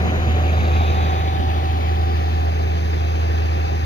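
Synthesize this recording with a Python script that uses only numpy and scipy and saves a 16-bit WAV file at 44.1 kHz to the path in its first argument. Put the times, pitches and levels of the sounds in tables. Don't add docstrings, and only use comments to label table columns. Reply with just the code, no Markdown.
import sys
import numpy as np
from scipy import signal
from scipy.io import wavfile
from scipy.ndimage import uniform_filter1d

SR = 44100
rng = np.random.default_rng(int(sys.argv[2]) if len(sys.argv) > 2 else 0)


def persist_wave(psi):
    counts = np.round(np.clip(psi, -1, 1) * 32767).astype(np.int16)
    wavfile.write(sys.argv[1], SR, np.atleast_2d(counts).T)


N = 169785

CYCLE_HZ = 13.335
HOP, SIZE = 512, 2048


def gain_of(db):
    return 10 ** (np.asarray(db) / 20)


def evened(x):
    return x / np.sqrt(np.mean(x ** 2) + 1e-20)


def curve(points, col, t):
    rows = np.array(points, float)
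    return np.interp(t, rows[:, 0], rows[:, col])


def read(points, col, hz):
    rows = np.array(points, float)
    return np.interp(np.log(hz + 1), np.log(rows[:, 0] + 1), rows[:, col])


def drift(t, rate_hz):
    waves = [np.sin(2 * np.pi * (f * t + rng.random())) / np.sqrt(f)
             for f in np.geomspace(.3, rate_hz, num=16)]
    return evened(sum(waves))


def tone(hz, db, waver_db, t):
    turns = np.cumsum(hz * np.ones(N)) / SR + rng.random()
    level = gain_of(db + waver_db * drift(t, rate_hz=16))
    return np.sqrt(2) * level * np.sin(2 * np.pi * turns)


def spectra(x):
    return signal.stft(x, SR, nperseg=SIZE, noverlap=SIZE - HOP)


def engine_drone(t):
    # (multiple of the cycle, level before the drone curve [dB rms], waver [dB rms])
    orders = [(4, -52, 2), (5, -48, 2), (6, -19, .65), (8, -35.5, 1), (9, -48, 2), (10, -42, 1.2),
              (12, -44.5, 1.5), (22, -47, 2), (24, -50, 2), (26, -48, 2), (28, -51, 2), (30, -52, 2),
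              (37, -52, 2), (38, -50, 2), (42, -51, 2), (60, -47, 2.5), (90, -47, 2.5), (128, -59, 2),
              (131, -60, 3), (132, -58, 2)]
    # (time [s], level [dB])
    drone_level = [(0, 0), (.12, -1), (.3, 1.5), (.65, 2.5), (.93, 1.2), (1.11, 1.8), (1.15, -.6),
                   (1.8, .2), (2.3, -.5), (3.85, -.3)]
    engine = sum(tone(multiple * CYCLE_HZ, db, waver_db, t) for multiple, db, waver_db in orders)
    return engine * gain_of(curve(drone_level, 1, t))


def hydraulic_whine(t):
    # (time [s], pitch [Hz], level [dB rms])
    whine_path = [(0, 756, -33), (.15, 746, -32), (.4, 744, -32), (.65, 754, -34), (.93, 763, -31),
                  (1.2, 770, -29.5), (1.5, 770, -30.5), (2.2, 771, -31.5), (2.6, 774, -36.5),
                  (3.2, 775, -37), (3.85, 778, -36)]
    return tone(curve(whine_path, 1, t), curve(whine_path, 2, t), 0.4, t)


def machine_hums(t):
    # (pitch [Hz], level [dB rms], waver [dB rms])
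    hum_list = [(174.8, -44, 3), (351, -43, 2), (429.7, -42, 1), (704, -48, 2), (3562, -62, 3)]
    return sum(tone(hz, db, waver_db, t) for hz, db, waver_db in hum_list)


def roar_and_hiss():
    throb_parts = [(1, .07), (2, .045), (6, .05), (12, .045)]
    # (frequency [Hz], share [0-1])
    throb_share = [(100, 0.82), (400, 0.28), (1500, .9), (5000, 0.76), (8000, .3)]
    surge_hz, surge_width_hz = 2400, 440
    patch_db, flicker_db = 1.12, 0.62
    t = np.arange(N) / SR
    throb = sum(depth * np.cos(2 * np.pi * (multiple * CYCLE_HZ * t + rng.random()))
                for multiple, depth in throb_parts)
    noise = rng.standard_normal((2, N))
    hz, frames, plain = spectra(noise)
    share = read(throb_share, 1, hz)[:, None]
    throbbing = share * spectra(noise * throb)[2]
    surge_band = np.exp(-.5 * ((hz[:, None] - surge_hz) / surge_width_hz) ** 2)
    surging = surge_band * spectra(noise * surges(t))[2]
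    patches = rng.standard_normal((len(frames), len(hz))).T
    patches = uniform_filter1d(patches, size=20, axis=0)
    patches = evened(uniform_filter1d(patches, size=4, axis=1))
    flicker = share * drift(frames, rate_hz=20)
    return (plain + throbbing + surging) * gain_of(patch_db * patches + flicker_db * flicker)


def surges(t):
    # (time of the middle [s], level at the middle [dB])
    surge_list = [(.1, 4.5), (.24, 1), (.315, 2), (.49, 2.5), (.606, 5), (.71, -3), (.765, 2), (.82, -3),
                  (1.51, 5)]
    surge_s = 0.015
    level_db = sum(db * np.exp(-.5 * (2 * (t - s) / surge_s) ** 2) for s, db in surge_list)
    return gain_of(level_db) - 1


def wind(hz, frames):
    # (time of the middle [s], length [s], level [dB per Hz], frequency where it is halved [Hz])
    puffs = [(.06, 0.057, -50, 500), (0.197, .08, -44, 90), (.3, .08, -55, 220), (0.612, .04, -46, 230),
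             (.8, .04, -54, 200), (1.02, .05, -52, 230), (1.207, .04, -60, 200), (1.386, .07, -47.5, 200),
             (3.46, .04, -59, 220)]
    shape = 0
    for s, length_s, db, top_hz in puffs:
        colour = 1 / (1 + (hz / top_hz) ** 4)
        swell = np.exp(-.5 * (2 * (frames - s) / length_s) ** 2)
        shape = shape + gain_of(db) * np.outer(colour, swell)
    return shape * spectra(rng.standard_normal((2, N)))[2]


def scene():
    # (time [s], turn [0 facing - 1 turned away])
    turn_path = [(0, 0), (.15, .01), (.4, .1), (.65, .22), (.9, .42), (1.15, .53), (1.45, .7), (1.85, .8),
                 (2.25, .86), (2.75, .94), (3.45, 1)]
    bearings = (0, .3, .72, .95)
    # (frequency [Hz], left port at the four bearings [dB per Hz], right port the same [dB per Hz])
    port_levels = [(25, -64, -59, -62, -63, -57, -59, -63, -63),
                   (45, -57, -54, -56, -58, -56, -53, -55, -57),
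                   (65, -53, -49, -51, -53, -52, -48, -50, -52),
                   (93, -52, -53, -54, -58, -51, -52, -53, -57),
                   (147, -53, -56, -58, -60, -52, -55, -57, -59),
                   (200, -54, -55, -59, -62, -53, -54, -59, -62),
                   (250, -54, -59, -58, -61, -52, -56, -57, -61),
                   (310, -57, -58, -56, -61, -56, -55, -55, -60),
                   (390, -54, -56, -57, -58, -56, -58, -56, -57),
                   (465, -58, -53, -61, -60, -63, -61, -64, -60),
                   (600, -56, -58, -59, -60, -57, -59, -63, -62),
                   (680, -59, -57, -60, -59, -59, -57, -60, -61),
                   (790, -57, -55, -56, -55, -55, -52, -56, -56),
                   (870, -62, -59, -63, -64, -66, -60, -61, -65),
                   (1000, -61, -63, -63, -65, -62, -64, -62, -64),
                   (1250, -63, -62, -63, -70, -62, -61, -61, -66),
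                   (1550, -63, -66, -73, -75, -65, -65, -68, -68),
                   (1800, -63, -67, -71, -72, -64, -65, -67, -69),
                   (2150, -67, -67, -68, -71, -69, -67, -75, -72),
                   (2350, -63, -62, -64, -67, -69, -71, -77, -70),
                   (2500, -65, -60, -64, -65, -70, -77, -75, -69),
                   (2650, -65, -64, -68, -68, -74, -79, -75, -73),
                   (2800, -69, -70, -71, -74, -77, -75, -78, -79),
                   (3050, -67, -70, -68, -75, -78, -74, -76, -83),
                   (3250, -73, -72, -70, -75, -76, -73, -79, -80),
                   (3600, -75, -67, -68, -75, -76, -72, -74, -80),
                   (3950, -72, -70, -71, -75, -72, -72, -73, -79),
                   (4300, -82, -80, -77, -78, -79, -81, -79, -83),
                   (4800, -82, -74, -75, -74, -81, -76, -86, -85),
                   (5100, -82, -81, -82, -78, -85, -83, -90, -86),
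                   (5650, -87, -88, -84, -84, -91, -90, -88, -88),
                   (6150, -77, -78, -82, -77, -86, -84, -82, -87),
                   (6500, -80, -78, -88, -84, -88, -86, -88, -89),
                   (7000, -81, -85, -90, -90, -94, -101, -102, -105),
                   (8200, -114, -110, -102, -108, -122, -120, -116, -120),
                   (9500, -93, -94, -97, -97, -108, -105, -109, -109),
                   (11000, -93, -91, -90, -92, -101, -100, -101, -102),
                   (15000, -90, -89, -91, -92, -98, -98, -99, -101)]
    # (frequency [Hz], likeness [0-1])
    likeness = [(25, .35), (60, .88), (130, .98), (250, .93), (450, .85), (800, .93), (1250, .9),
                (1700, .62), (2500, .84), (3000, .5), (3800, .8), (4400, .55), (4900, .72), (5600, .5),
                (6200, .68), (7000, .3), (15000, .2)]
    # (frequency [Hz], delay at the four bearings [ms])
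    right_delay = [(80, 0.61, 0.73, 0.9, 0.91), (160, 0.02, -0.03, 0.28, 0.38),
                   (300, 0.43, 0.65, 0.63, 0.71), (430, 0.56, 0.69, 0.89, 0.8),
                   (600, 0.22, 0.32, 0.51, 0.67), (780, 0.41, 0.44, 0.46, 0.57),
                   (1000, 0.29, 0.41, 0.45, 0.47), (1300, 0.29, 0.34, 0.4, 0.4),
                   (1550, 0.28, 0.35, 0.37, 0.47), (1800, 0.26, 0.3, 0.53, 0.59),
                   (2150, 0.26, 0.38, 0.52, 0.58), (2450, 0.23, 0.39, 0.58, 0.61),
                   (2700, 0.2, 0.49, 0.69, 0.6), (2950, 0.08, 0.18, 0.25, 0.53),
                   (3250, 0.17, 0.22, 0.36, 0.51), (3600, 0.14, 0.24, 0.38, 0.49),
                   (3950, 0.11, 0.24, 0.38, 0.45), (4300, 0.13, 0.23, 0.4, 0.5),
                   (4800, 0.22, 0.27, 0.39, 0.5), (5200, 0.21, 0.22, 0.31, 0.48),
                   (5650, 0.24, 0.3, 0.34, 0.49), (6200, 0.2, 0.34, 0.38, 0.48)]
    t = np.arange(N) / SR
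    hz, frames, tones = spectra(engine_drone(t) + hydraulic_whine(t) + machine_hums(t))
    shared, other = roar_and_hiss()
    turn = curve(turn_path, 1, frames)
    weights = np.array([np.interp(turn, bearings, row) for row in np.eye(4)])
    shade = np.array([read(port_levels, col, hz) for col in range(1, 9)])
    left_db, right_db = shade[:4].T @ weights, shade[4:].T @ weights
    same = np.clip(read(likeness, 1, hz), 0, 1)[:, None]
    lag_s = np.array([read(right_delay, col, hz) for col in range(1, 5)]).T @ weights / 1000
    tilt = gain_of((left_db - right_db) / 2)
    per_hz = np.sqrt(SR / 2)
    left = tones * tilt + per_hz * gain_of(left_db) * shared
    right_noise = same * shared + np.sqrt(1 - same ** 2) * other
    right = tones / tilt + per_hz * gain_of(right_db) * right_noise
    late_right = right * np.exp(-2j * np.pi * hz[:, None] * lag_s)
    ports = np.array([left, late_right]) + per_hz * wind(hz, frames)
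    return signal.istft(ports, SR, nperseg=SIZE, noverlap=SIZE - HOP)[1][:, :N]


def record(dry):
    low_cut_hz, edge_hz = 30, 15550
    low_cut = signal.butter(2, low_cut_hz, "high", fs=SR, output="sos")
    thin = signal.sosfilt(low_cut, dry)
    band_limit = signal.firwin(511, edge_hz, window=("kaiser", 9), fs=SR)
    return signal.oaconvolve(thin, band_limit[None], "same")


dry = scene()
out = record(dry)
persist_wave(out)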